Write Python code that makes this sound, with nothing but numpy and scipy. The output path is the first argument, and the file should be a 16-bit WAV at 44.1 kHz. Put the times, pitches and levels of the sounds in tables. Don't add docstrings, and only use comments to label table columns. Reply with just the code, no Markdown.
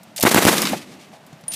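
import sys
import numpy as np
from scipy import signal
from scipy.fft import rfft, irfft
from scipy.io import wavfile

SR = 44100
rng = np.random.default_rng(int(sys.argv[2]) if len(sys.argv) > 2 else 0)


def gain_from_decibels(decibels):
    exponent = np.asarray(decibels, float) / 20
    return 10 ** exponent


def bounce(signal):
    frames = np.transpose(np.atleast_2d(signal))
    limited = np.clip(frames, -1, 1)
    pcm = np.round(limited * 32767).astype(np.int16)
    wavfile.write(sys.argv[1], SR, pcm)


N = 68355
T = np.arange(N) / SR
FLICKER_DB = 3

# frequency in Hz, relative level in dB per Hz.
AIR_SPECTRUM = [(18, -73), (30, -30), (183, -1), (301, -7.5), (423, -18), (610, -6), (952, -12),
                (1060, -15.5), (2860, -20), (15700, -38)]
# delay in seconds, dull grains in dB, bright hiss in dB, rumble in dB.
SCATTER = [(.012, -27, -34, -52), (.02, -18.5, -22, -37), (.031, -11, -16, -29), (.042, -15, -19.5, -21),
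           (.05, -26.5, -23.5, -37), (.065, -22, -25.5, -31), (.08, -16.5, -18.5, -29.5),
           (.1, -25, -23.5, -26), (.17, -31.5, -26.5, -33.5), (0.281, -32.5, -27, -28),
           (0.311, -44, -32.5, -33), (.35, -49, -39, -46.5), (.52, -77, -58.5, -49.5),
           (.545, -60, -48, -46), (.56, -69, -43, -50), (.62, -65, -53.5, -52.5), (.67, -72, -54, -50),
           (.69, -57, -45, -63), (.76, -63, -62.5, -63), (1.2, -61, -80, -70.5)]
# frequency in Hz, relative level in dB per Hz.
DULL_SPECTRUM = [(60, -54), (130, -15), (267, -2), (600, -5), (1210, -7.5), (1880, -10), (2720, -19),
                 (4000, -21), (8000, -65)]
# frequency in Hz, relative level in dB per Hz.
BRIGHT_SPECTRUM = [(710, -41), (1200, -2), (1380, -16), (2080, -3.5), (2520, -5), (3090, -5.5),
                   (9670, -7.5), (15700, -11)]
# start in seconds, level in dB before the low-pass, ring in Hz, 60 dB decay in seconds.
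THUDS = [(1.328, -34, 147, 0.092), (1.437, -35, 150, 0.059), (1.54, -36, 60, 0.093)]
# start in seconds, level in dB (noise rms starts 6 dB lower), centre in Hz, 60 dB decay in seconds.
KNOCKS = [(.19, -26.5, 660, 0.16), (.733, -16, 697, 0.095), (1.131, -29, 760, 0.017),
          (1.137, -36, 700, 0.26)]
# start in seconds, level in dB (noise rms starts 6 dB lower), centre in Hz, 60 dB decay in seconds.
CLATTER = [(0.032, -38, 6900, 0.049), (.162, -22, 5800, 0.12), (.169, -22, 8000, 0.044),
           (0.179, -16.5, 3700, 0.065), (0.199, -8, 10600, 0.0078), (0.2078, -10.5, 6000, .03),
           (.213, -15, 4730, 0.042), (.228, -1, 9100, 0.027), (0.357, -0.5, 1200, 0.0065),
           (.462, -12, 1500, .006), (0.58, -7, 3120, 0.024), (0.6193, 2.5, 5170, 0.006),
           (0.625, -10, 4850, .02), (0.653, -10, 2380, 0.054), (0.671, -11, 2120, 0.048),
           (.688, -19, 2400, 0.065), (1.052, -49, 6000, 0.037), (1.265, -40.5, 7960, 0.054),
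           (1.329, -40, 3000, 0.045), (1.41, -45.5, 6000, 0.061), (1.438, -37.5, 2470, 0.03),
           (1.482, -28, 7000, 0.04), (1.507, -34, 4990, 0.037), (1.518, -25, 4750, 0.19),
           (1.536, -17, 5900, 0.092)]
# frequency in Hz, level in dB before a 1 dB cut, 60 dB decay in seconds.
CASE_MODES = [(9539, -22, .35), (9572, -20, .07)]
# blast in seconds, blast level in dB before the low-pass,
# lead of the action's hiss in seconds, hiss level in dB.
SHOTS = [(0.2369, 12, 0.012, -19.5), (0.3468, 10.5, 0.0022, -4.5), (0.4526, 17.5, 0.0018, -10)]
# delay in seconds, level in dB before the low-pass,
# ring in Hz, 60 dB decay in seconds, direction of the first swing (+1 or -1).
ECHOES = [(0.015, 1.5, 242, 0.014, 1), (0.0349, 3, 440, 0.0061, -1), (0.0383, -4.5, 287, 0.011, 1),
          (0.0417, -12, 404, 0.018, 1), (.27, -16, 205.4, 0.066, 1)]


def rms_one(x):
    return x / np.sqrt(np.mean(x ** 2) + 1e-20)


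def coloured(x, points):
    hz, db = np.transpose(points)
    f = np.arange(len(x) // 2 + 1) * SR / len(x) + 1
    gain = gain_from_decibels(np.interp(np.log(f), np.log(hz), db))
    return rms_one(irfft(rfft(x) * gain, len(x)))


def filtered(x, order, hz, kind="low"):
    return signal.sosfilt(signal.butter(order, hz, kind, fs=SR, output="sos"), x)


def flicker(per_s):
    values = rng.standard_normal(int(N / SR * 400))
    return FLICKER_DB * np.interp(T * per_s, np.arange(len(values)), values)


def thump(s, db, hz, t60, cut_hz):
    t = np.maximum(T - s, 0)
    swing = (T >= s) * np.cos(2 * np.pi * hz * t) * gain_from_decibels(db - 60 * t / t60)
    return filtered(swing, 2, cut_hz)


def burst(s, db, hz, t60, width):
    edges = np.clip([hz / width, hz * width], 20, .45 * SR)
    noise = rms_one(filtered(rng.standard_normal(N), 2, edges, "band"))
    return .5 * noise * (T >= s) * gain_from_decibels(db - 60 * np.maximum(T - s, 0) / t60)


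def air():
    return gain_from_decibels(-48.5 + flicker(25.27)) * coloured(rng.standard_normal(N), AIR_SPECTRUM)


def scatter():
    grains_per_s, grain_spread_db = 2500, 4.5
    far_s, far_cut_hz = 0.38, 4240
    delay, dull_db, bright_db, rumble_db = np.transpose(SCATTER)

    def level(db):
        return np.interp(T, delay, db, left=-200)

    hits = rng.random(N) < grains_per_s / SR
    size = gain_from_decibels(grain_spread_db * np.minimum(rng.exponential(1, N), 4))
    grains = hits * size * rng.choice([-1, 1], N)
    dull = coloured(grains, DULL_SPECTRUM) * gain_from_decibels(level(dull_db) + flicker(59.7))
    far = np.clip(T / far_s, 0, 1) ** 2
    out = np.zeros(N)
    for s, *_ in SHOTS:
        start = int(s * SR)
        near_hiss = coloured(rng.standard_normal(N), BRIGHT_SPECTRUM)
        far_hiss = filtered(near_hiss, 1, far_cut_hz)
        hiss = (1 - far) * near_hiss + far * far_hiss
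        hiss = hiss * gain_from_decibels(level(bright_db) + flicker(151.4))
        rumble = rms_one(filtered(rng.standard_normal(N), 2, (149, 339), "band"))
        rumble = rumble * gain_from_decibels(level(rumble_db))
        out[start:] += (dull + hiss + rumble)[:N - start]
    return out


def thuds():
    return sum(thump(*row, cut_hz=610) for row in THUDS)


def knocks():
    return sum(burst(*row, width=1.194) for row in KNOCKS)


def clatter():
    return sum(burst(*row, width=2.28) for row in CLATTER)


def spent_case():
    t = np.maximum(T - 1.481, 0)
    return sum(gain_from_decibels(-1 + db - 60 * t / t60) * np.sin(2 * np.pi * hz * t) for hz, db, t60 in CASE_MODES)


def action_hiss(s, lead, db):
    return gain_from_decibels(db) * coloured(rng.standard_normal(N), BRIGHT_SPECTRUM[3:]) * (T > s - lead) * (T < s)


def blast(s, db):
    jump = -thump(s, db, hz=250, t60=0.01, cut_hz=2400)
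    hiss = burst(s, 3, 4100, 0.02, 5.5)
    return jump + hiss


def sputter(s):
    spikes_per_s, length_s = 720, .0075
    hits = (rng.random(N) < spikes_per_s / SR) * (T > s) * (T < s + length_s)
    return gain_from_decibels(8) * signal.lfilter([1], [1, -.6], hits * rng.random(N))


def midrange_patch(s):
    start, length_s = s + .0275, 0.0064
    return burst(start, -9, 1640, 1, 1.32) * (T < start + length_s)


def echoes(s):
    return sum(swing * thump(s + delay, db, hz, t60, cut_hz=3000) for delay, db, hz, t60, swing in ECHOES)


def shots():
    out = np.zeros(N)
    for s, db, lead, hiss_db in SHOTS:
        out += action_hiss(s, lead, hiss_db)
        out += blast(s, db)
        out += sputter(s)
        out += midrange_patch(s)
        out += echoes(s)
    return out


def scene():
    mono = air() + scatter() + thuds() + knocks() + clatter() + spent_case() + shots()
    return np.array([mono, mono])


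def limiter(x):
    ceiling_db, release_db_per_s, attack_s = -0.5, 1498, 0.00024
    over = np.maximum(20 * np.log10(np.abs(x[0]) + 1e-9) - ceiling_db, 0)
    recovery = release_db_per_s * T
    held = np.maximum.accumulate(over + recovery) - recovery
    r = np.exp(-1 / (attack_s * SR))
    cut_db = signal.lfilter([1 - r], [1, -r], held)
    return x * gain_from_decibels(-cut_db)


def top_cut(x):
    return signal.sosfilt(signal.butter(12, 15850, fs=SR, output="sos"), x)


def record(dry):
    x = np.clip(limiter(dry), -1.1, 1.1)
    x = filtered(x, 2, 77, "high")
    x = np.clip(x, -1, 1)
    mix = signal.sosfilt(signal.cheby2(10, 50, 16000, fs=SR, output="sos"), x)
    return top_cut(mix)


dry = scene()
out = record(dry)
bounce(out)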